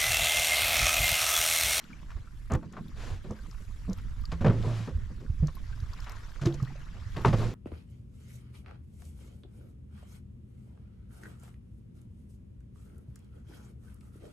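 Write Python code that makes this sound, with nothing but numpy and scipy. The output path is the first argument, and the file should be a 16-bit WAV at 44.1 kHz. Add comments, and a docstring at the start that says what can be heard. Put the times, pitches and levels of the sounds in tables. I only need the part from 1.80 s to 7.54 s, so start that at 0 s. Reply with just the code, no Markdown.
"""Handling a fish in a small boat

On a calm lake someone kneels, handles a fish and works the lid of a deck locker. Knocks and carpet
scuffs ring the hollow deck, soft blows thump the hull, the lid hums. Tackle ticks, drips ring as
small air pockets and water laps. Wind and hull motion rumble in the microphones."""
import sys
import numpy as np
from scipy import signal
from scipy.fft import rfft, irfft
from scipy.io import wavfile
from scipy.ndimage import uniform_filter1d

SR = 44100
rng = np.random.default_rng(int(sys.argv[2]) if len(sys.argv) > 2 else 0)


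def unload_wav(signal):
    """Save mono or channel-first audio to the path in sys.argv[1] as 16-bit WAV at rate SR, clipped to [-1, 1]."""
    wavfile.write(
        sys.argv[1],
        SR,
        np.round(np.clip(np.atleast_2d(signal).T, -1, 1) * 32767).astype(np.int16),
    )


N = 253134

# deck knocks: (time [s], level [dB], hardness [dB/octave], low-mode weight [dB], contact t60 [s])
DECK_KNOCKS = [(0.302, -46.5, 3, -27, 0.12), (0.362, -45, 3, -2.5, 0.07), (0.699, -34.5, -3, -2, 0.05),
               (0.704, -27.5, -4, -8.5, 0.14), (0.716, -25.5, -1, 1.5, 0.09),
               (0.731, -22.5, 0, -1.5, 0.094), (0.748, -22, -2.5, -1, 0.032), (0.826, -41, -4.5, -3.5, 0.1),
               (0.932, -39, 2, -1, 0.075), (0.966, -36, -3, -13.5, 0.086), (1.44, -37.5, 3, 4.5, 0.3),
               (1.503, -30, -5, 2.5, 0.082), (1.54, -50, -4, 3, 0.16), (2.078, -33, -10, 10, 0.1),
               (2.103, -36, 1.5, 2, 0.11), (2.182, -49, 4.5, -36, 0.06), (2.516, -30, 4, -7, 0.092),
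               (2.607, -26, 3, 3, 0.13), (2.644, -15, -1.1, 1, 0.06), (2.659, -14.5, -0.1, 1.5, 0.091),
               (2.676, -25, 1.5, -1, 0.15), (2.696, -19, -0.5, 4, 0.061), (2.72, -26, 5, 11, 0.26),
               (2.834, -29, -13, 0, 0.31), (3.072, -28.5, 2.2, 5, 0.11), (3.168, -44, -5, 18, 0.19),
               (3.3, -43.5, -4, 18, 0.039), (3.401, -42.5, 7, 10, 0.18), (3.681, -40.5, 1.5, -14, 0.048),
               (4.262, -41, -1.5, -28, 0.3), (4.613, -34.5, 8, -1, 0.13), (4.653, -25, 7, 3.5, 0.12),
               (4.739, -37, 10.5, 8.5, 0.063), (5.14, -45.5, 3, -0.5, 0.16), (5.361, -29, 2, -4.5, 0.21),
               (5.447, -13.5, -4, -7, 0.05), (5.455, -14.5, 4.5, 7.5, 0.039), (5.466, -25.5, 4, -4, 0.13),
               (5.479, -19, 2.5, -1.5, 0.062), (5.503, -31, 5.5, -1, 0.06), (5.528, -20, 2, 1, 0.073),
               (5.584, -29, 7, 7, 0.16), (5.608, -28, -8, -5, 0.18)]


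def gain_of(db):
    """dB to gain."""
    return 10 ** (np.asarray(db) / 20)


def unit_rms(x):
    """Scales to rms 1."""
    return x / np.sqrt(np.mean(x ** 2) + 1e-20)


def smooth(x, size):
    """Moving average over size points."""
    return uniform_filter1d(x, size=size)


def at_hz(points, hz):
    """Interpolates (frequency, value) points on a log axis."""
    f, value = np.transpose(points)
    return np.interp(np.log(hz + 1), np.log(f + 1), value)


def envelope(rows, column=1):
    """Gain per sample from a table's dB column."""
    rows = np.array(rows)
    return gain_of(np.interp(np.arange(N) / SR, rows[:, 0], rows[:, column], -120, -120))


def add(mix, start_s, sound):
    """Mixes a sound in at start_s."""
    part = mix[..., round(start_s * SR):][..., :sound.shape[-1]]
    part += sound[..., :part.shape[-1]]


def noise(colour, likeness, patchy_db, flicker_db, size=512):
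    """Stereo noise with drifting patches and wide-band flicker; likeness(hz) is L/R correlation."""
    frames, hz = 4 * N // size + 5, np.fft.rfftfreq(size, 1 / SR)
    a, b, c, d, patches = rng.standard_normal((frames, len(hz), 5)).T
    patches = unit_rms(smooth(uniform_filter1d(patches, size=7, axis=0), 8))
    flicker = unit_rms(smooth(rng.standard_normal(frames), 3))
    same = np.clip(likeness(hz), -1, 1)[:, None]
    left = a + 1j * b
    right = same * left + np.sqrt(1 - same ** 2) * (c + 1j * d)
    level_db = at_hz(colour, hz)[:, None] + patchy_db * patches + flicker_db * flicker
    spectra = np.array([left, right]) * gain_of(level_db)
    return unit_rms(signal.istft(spectra, nperseg=size, noverlap=3 * size // 4)[1][:, :N])


def ring(hz, rise_s, t60_s, glide_per_s=0.):
    """Damped sine of peak 1 with optional upward glide."""
    t = np.arange(round((rise_s + t60_s) * SR) + 2) / SR
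    attack = np.sin(np.pi / 2 * np.minimum(t / rise_s, 1)) ** 2
    decay = gain_of(-60 * np.maximum(t - rise_s, 0) / t60_s)
    return attack * decay * np.sin(2 * np.pi * hz * (t + glide_per_s * t ** 2))


def resonance(hz, centre_hz, width_hz):
    """Complex response of one mode."""
    return 1 / (1 + 2j * (hz - centre_hz) / width_hz)


def deck_response(hz):
    """Modes of the hollow deck, which carries no treble."""
    # deck modes: (frequency [Hz], width [Hz], level [dB])
    modes = [(233, 54, -4), (315, 15.5, -1), (392, 94, -6.5), (506.8, 30, -4), (672, 98, -17.5),
             (861.5, 15, -13.5), (1066, 58, -9.5), (1064, 38.4, -6), (1687, 143, -17.5), (1703, 130, -16.5)]
    total = sum((-1) ** k * gain_of(db) * resonance(hz, f, width_hz)
                for k, (f, width_hz, db) in enumerate(modes))
    return total / (1 + 1j * hz / 2500) ** 3


def knocks():
    """A chattering contact drives the deck modes and cracks in the air; harder blows are brighter."""
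    # contact crack spectrum: (frequency [Hz], density [dB])
    crack = [(120, 16.5), (200, 8.5), (405, -5.5), (833, -8), (1150, -7), (1430, -12.5), (7550, -44),
             (11600, -56), (15000, -79)]
    size, lead_samples, out = 16384, 441, np.zeros((2, N))
    t, hz = np.arange(size) / SR, np.fft.rfftfreq(size, 1 / SR)
    response = deck_response(hz) + gain_of(at_hz(crack, hz) - 6.5)
    low_cut = (1j * hz / (1j * hz + 170)) ** 2  # a small contact moves little bass
    for start_s, db, hardness_db, weight_db, t60_s in DECK_KNOCKS:
        a, b, c = rng.standard_normal((3, size))
        chatter = gain_of(1.6 * unit_rms(smooth(c, 130)))
        hold = gain_of(-60 * (t / t60_s) ** 1.4)
        first_touch = 0.8 * gain_of(-60 * t / 0.0052)
        shape = np.minimum(t / 0.0029, 1) * (hold + first_touch)
        contact = np.array([a, 0.9 * a + 0.18 * b]) * chatter * shape
        # struck spot: near 526 Hz for weighty knocks; negative, so no peak, for light ones
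        spot_hz = 526 + 484 / (np.exp((weight_db + 1) / 0.55) - 0.5)
        spot = 1 + 1.13 * resonance(hz, spot_hz, 0.13 * spot_hz)
        tilt_db = hardness_db * np.log2(np.clip(hz / 1100, 1, 6)) + weight_db / (1 + (hz / 650) ** 4)
        knock = irfft(rfft(contact) * response * spot * gain_of(tilt_db) * low_cut)
        knock = np.roll(knock, lead_samples, axis=1)[:, :size // 2]  # keeps the onset smooth
        nominal_peak = np.sqrt(3.15 * smooth(knock[0] ** 2, 600).max())
        add(out, start_s - lead_samples / SR, gain_of(db) * knock / nominal_peak)
    return out


def thumps():
    """Each soft blow bounces the hull at one low pitch, unevenly, with a dull slap."""
    # heavy blows: (time [s], level [dB], pitch [Hz], t60 [s])
    blows = [(0.721, -19, 78.5, 0.13), (0.751, -22, 96, 0.067), (0.965, -38, 194.4, 0.12),
             (1.315, -27, 89.2, 0.25), (1.496, -33.5, 211.3, 0.27), (2.09, -22.5, 191, 0.11),
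             (2.178, -34, 91, 0.12), (2.526, -30.5, 167.3, 0.31), (2.612, -22.5, 97.7, 0.28),
             (2.656, -17.5, 146, 0.22), (2.692, -11.5, 125, 0.068), (2.866, -21, 118, 0.13),
             (3.133, -25, 72.7, 0.31), (3.293, -40, 73, 0.18), (3.476, -27, 59.6, 0.08),
             (3.498, -18.5, 77, 0.055), (3.602, -23.5, 64.6, 0.32), (3.626, -15.5, 149, 0.15),
             (4.025, -23.5, 67, 0.088), (4.616, -26.5, 140.1, 1), (4.662, -13.5, 130.4, 0.04),
             (4.669, -22.5, 337, 0.18), (4.823, -20, 126.6, 0.11), (5.369, -32, 125.7, 0.34),
             (5.457, -36, 103, 0.1), (5.484, -15, 154, 0.076), (5.535, -22.5, 118, 0.16)]
    rise_s, slap_db = 0.01, -22
    out, t = np.zeros(N), np.arange(SR // 2) / SR
    for start_s, db, hz, t60_s in blows:
        tone = ring(hz, rise_s, t60_s)[:len(t)]
        a, b = rng.standard_normal((2, len(t)))
        uneven = 1 + 0.2 * unit_rms(smooth(smooth(a, 300), 300))
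        slap = unit_rms(signal.lfilter(*signal.butter(2, [hz, 3.12 * hz], "band", fs=SR), b))
        slap *= gain_of(slap_db - 60 * t / t60_s) * np.minimum(t / rise_s, 1)
        add(out, start_s - 0.004, gain_of(db) * (tone * uneven[:len(tone)] + slap[:len(tone)]))
    return out


def lid_hum():
    """The lid's lowest mode wobbles in pitch and fades slowly until a hand damps it."""
    # lid hums: (start [s], length [s], pitch [Hz], level [dB])
    hums = [(2.643, 0.442, 111.3, -25), (5.452, 0.28, 111.6, -23.5)]
    rise_s, damp_s, fade_db_per_s = 0.013, 0.052, 11.5
    out = np.zeros(N)
    for start_s, length_s, hz, db in hums:
        t = np.arange(0, length_s, 1 / SR)
        wobble = unit_rms(smooth(smooth(rng.standard_normal(SR), 900), 900))
        cycles = np.cumsum(hz * (1 + 0.011 * wobble[:len(t)])) / SR
        gate = np.minimum(t / rise_s, 1) * np.minimum((length_s - t) / damp_s, 1)
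        add(out, start_s, gate * gain_of(db - fade_db_per_s * t) * np.sin(2 * np.pi * cycles))
    return out


def scuffs():
    """Carpet hiss swells and fades under a stroke whose pressure also stirs the deck modes."""
    # strokes: (start [s], length [s], swell share [0-1], peak [dB], deck re hiss [dB])
    strokes = [(1.145, 0.27, 0.35, -48.5, -2.5), (2.694, 0.43, 0.65, -48.5, -13),
               (5.529, 0.25, 0.33, -46.5, 5.5)]
    # carpet hiss spectrum: (frequency [Hz], density [dB])
    colour = [(410, -1), (700, 3.5), (928, 1), (1000, 3), (1530, 1), (4000, -5), (7800, -12), (12700, -25),
              (15000, -40)]
    hiss = noise(colour, lambda hz: 0.93 - hz / 40000, patchy_db=0.8, flicker_db=0.8)
    response = deck_response(np.fft.rfftfreq(N, 1 / SR))
    deck = unit_rms(irfft(rfft(rng.standard_normal(N)) * response, N))
    out, t = np.zeros((2, N)), np.arange(N) / SR
    for start_s, length_s, swell, db, deck_db in strokes:
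        progress = np.interp(t - start_s, [0, swell * length_s, length_s], [0, 0.5, 1])
        arch = abs(np.sin(np.pi * progress)) ** 1.11
        out += gain_of(db) * arch * (hiss + gain_of(deck_db) * deck)
    return out


def tackle_ticks():
    """Tackle and zip: a dry snap through a broad resonance, with a thin treble edge."""
    # ticks: (time [s], peak before panning [dB], pitch [Hz], edge peak before panning [dB])
    ticks = [(0.04, -47, 3350, -67), (0.719, -36, 7000, -65), (0.7358, -33.5, 7300, -61),
             (0.751, -43, 6600, -58), (0.9246, -50, 6310, -75), (1.0813, -52, 3800, -66),
             (1.5084, -43, 6600, -82), (1.711, -45, 5300, -74), (2.0966, -45, 5550, -69),
             (2.1306, -38.5, 6000, -63), (2.175, -53, 3430, -59), (2.4104, -59, 3680, -65),
             (2.4537, -35, 4700, -64), (2.518, -35.5, 3620, -74), (2.6816, -35, 3600, -77),
             (2.8247, -41, 3560, -70), (3.671, -37.5, 5700, -65), (3.7516, -49, 4570, -53.5),
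             (4.0023, -45, 4910, -73), (4.1335, -43, 5070, -69), (4.203, -40.5, 4960, -66),
             (4.2425, -45, 4420, -68), (4.2948, -41.5, 4850, -54), (4.319, -44, 6700, -65),
             (4.517, -53, 3760, -68), (4.657, -30, 5200, -63), (4.6705, -35.5, 3440, -59),
             (4.7242, -43, 3500, -72), (4.7426, -43, 6700, -74), (4.826, -45, 5500, -61),
             (4.8487, -46, 3800, -66), (5.3675, -38.5, 3930, -63), (5.4151, -48, 3850, -60),
             (5.4844, -43, 3760, -70)]
    edge_hz, edge_pan_db = 12300, np.array([[9], [-3]])
    size, out = 1024, np.zeros((2, N))
    t, hz = np.arange(size) / SR, np.fft.rfftfreq(size, 1 / SR)
    shapes = np.minimum(t / 0.00086, 1) * gain_of(-60 * t / [[0.018], [0.03]])  # body, edge
    for start_s, db, pitch_hz, edge_db in ticks:
        body_snap, edge_snap = rfft(rng.standard_normal((2, size)) * shapes)
        body = irfft(body_snap * resonance(hz, pitch_hz, 0.42 * pitch_hz) ** 2)
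        edge = irfft(edge_snap * resonance(hz, edge_hz, 1800) ** 2)
        pan_db = 0.22 * (-26.5 - db) * np.array([[0.5], [-0.5]])  # softer ticks sit further left
        add(out, start_s, gain_of(db + pan_db) * body / abs(body).max())
        add(out, start_s, gain_of(edge_db + edge_pan_db) * edge / abs(edge).max())
    return out


def drips():
    """A small air pocket rings unevenly and rises in pitch."""
    # drips and plinks: (time [s], level [dB], pitch [Hz])
    plinks = [(0.102, -51.5, 1400), (0.129, -50.5, 2300), (0.472, -50.5, 1330), (1.588, -49, 1534),
              (1.646, -53, 1205), (2.436, -50, 1164), (3.767, -45, 1050), (3.924, -48.5, 1530),
              (4.348, -42, 1003), (4.704, -45, 726), (4.725, -44, 555), (4.798, -40.5, 1206),
              (4.874, -45.5, 1880), (4.903, -47, 815), (4.954, -49, 567)]
    out = np.zeros(N)
    for start_s, db, hz in plinks:
        tone = ring(hz, rise_s=0.0027, t60_s=0.06, glide_per_s=1)
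        flutter = 1 + 0.68 * unit_rms(smooth(rng.standard_normal(8000), 160))
        add(out, start_s, gain_of(db) * tone * flutter[:len(tone)])
    return out


def lapping():
    """A patchy wash of water, with tiny bubbles popping and wet cloth crackling in it."""
    # water and cloth: (time [s], wash level [dB], rustle level [dB])
    levels = [(0.0, -58.5, -73), (0.48, -65, -75), (0.7, -66, -70.5), (0.87, -66.5, -80), (1.0, -63.5, -75),
              (1.41, -61.5, -74.5), (1.71, -62, -69), (2.45, -62, -72.5), (2.8, -57.5, -73),
              (3.42, -64.5, -75.5), (4.27, -56, -69.5), (5.18, -59.5, -75), (5.6, -51, -62.5),
              (5.74, -63, -85)]
    # wash spectrum: (frequency [Hz], density [dB])
    wash_colour = [(260, -29), (450, -2.5), (503, -21), (583, -4), (792, -12), (907, -5), (1700, -3),
                   (2460, -9), (5740, -14), (8500, -23), (11000, -60), (18700, -120)]
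    # wash stereo likeness: (frequency [Hz], correlation [0-1])
    likeness = [(60, 0.97), (180, 0.3), (540, 0.14), (1620, 0.36), (4850, 0.49), (14600, 1)]
    # cloth rustle spectrum: (frequency [Hz], density [dB])
    rustle_colour = [(4410, -21), (7500, -8.5), (12200, -14.5), (14500, -22)]
    pops_per_s, crackles_per_s, crackle_t60_s = 20, 45, 0.0089  # pop rate is per pitch
    wash = noise(wash_colour, lambda hz: at_hz(likeness, hz), patchy_db=3, flicker_db=1)
    pops = np.zeros(N)
    for hz in np.geomspace(950, 5000, num=16):
        sizes = gain_of(4.5 * np.minimum(rng.exponential(1, N), 3))
        births = rng.random(N) < pops_per_s / SR
        bubble = ring(hz, rise_s=1.37 / hz, t60_s=13 / hz, glide_per_s=18)
        pops += signal.oaconvolve(sizes * births, bubble)[:N] / hz
    impulses = rng.uniform(0.13, 1, N) * (rng.random(N) < crackles_per_s / SR)
    crackle = 1 + signal.oaconvolve(impulses, gain_of(-60 * np.arange(900) / SR / crackle_t60_s))[:N]
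    rustle = noise(rustle_colour, lambda hz: 0.47 + hz / 90000, patchy_db=2.5, flicker_db=1)
    water = wash * crackle + gain_of(-5) * unit_rms(pops)
    return envelope(levels) * water + envelope(levels, column=2) * rustle * crackle


def hull_murmur():
    """Low, uneven noise from the whole hull; each knock stirs it up for a while."""
    # hull spectrum: (frequency [Hz], density [dB])
    colour = [(47, -48), (80, -6.5), (183, -1.5), (231, -7), (371, -20), (600, -32), (780, -71),
              (1320, -120)]
    rest_db, stir_db, rise_s, t60_s = -54, -23.5, 0.061, 1.97
    power, t = np.full(N, gain_of(rest_db) ** 2), np.arange(SR) / SR
    for start_s, knock_db, *_ in DECK_KNOCKS:
        stir = gain_of(knock_db + stir_db - 60 * t / t60_s) * np.minimum(t / rise_s, 1)
        add(power, start_s, stir ** 2)
    murmur = noise(colour, lambda hz: 0.79 + hz / 9000, patchy_db=2, flicker_db=5.5, size=1024)
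    return np.sqrt(power) * murmur


def wind_rumble():
    """Lumpy low pressure, partly unlike at the two microphones."""
    # gusts: (time [s], level [dB])
    gusts = [(0.0, -58), (0.37, -35), (0.45, -47), (0.77, -35), (0.83, -55.5), (1.31, -34), (1.4, -43),
             (2.8, -31), (3.08, -52), (3.15, -29.5), (3.42, -41.5), (3.63, -29.5), (3.7, -39.5),
             (3.87, -35.5), (4.6, -41.5), (5.1, -41), (5.68, -30), (5.74, -61)]
    # wind spectrum: (frequency [Hz], density [dB])
    colour = [(8.8, -10), (15, -2), (40, 0), (70, -12), (110, -10), (140, -52), (240, -120)]
    lumps = noise(colour, lambda hz: 0.76 + hz / 900, patchy_db=4, flicker_db=1, size=2048)
    local_rms = np.sqrt(smooth(lumps.mean(0) ** 2, 5000) + 0.011)
    return envelope(gusts) * unit_rms(lumps / local_rms)


def scene():
    """Everything aboard, in open air without reverberation."""
    handling = knocks() + thumps() + lid_hum() + scuffs() + tackle_ticks()
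    return handling + drips() + lapping() + hull_murmur() + wind_rumble()


def record(dry):
    """The microphone pair dulls the top, leans left in the treble, right in the bass; 15 kHz limit."""
    # microphone response: (frequency [Hz], gain [dB])
    response = [(7400, -0.5), (8200, -4.5), (11000, 0), (12500, -1), (14600, -4)]
    # channel balance: (frequency [Hz], left minus right [dB])
    balance = [(60, -4.5), (180, -1.5), (540, -0.5), (1620, 2.5), (4850, 1.5), (14600, 5)]
    hz = np.fft.rfftfreq(N, 1 / SR)
    lean_db = at_hz(balance, hz)
    coloured = irfft(rfft(dry) * gain_of(at_hz(response, hz) + [lean_db / 2, -lean_db / 2]), N)
    low_pass = signal.firwin(1023, 15000, window=("kaiser", 9), fs=SR)
    return signal.oaconvolve(coloured, low_pass[None], "same")


dry = scene()
out = record(dry)
unload_wav(out)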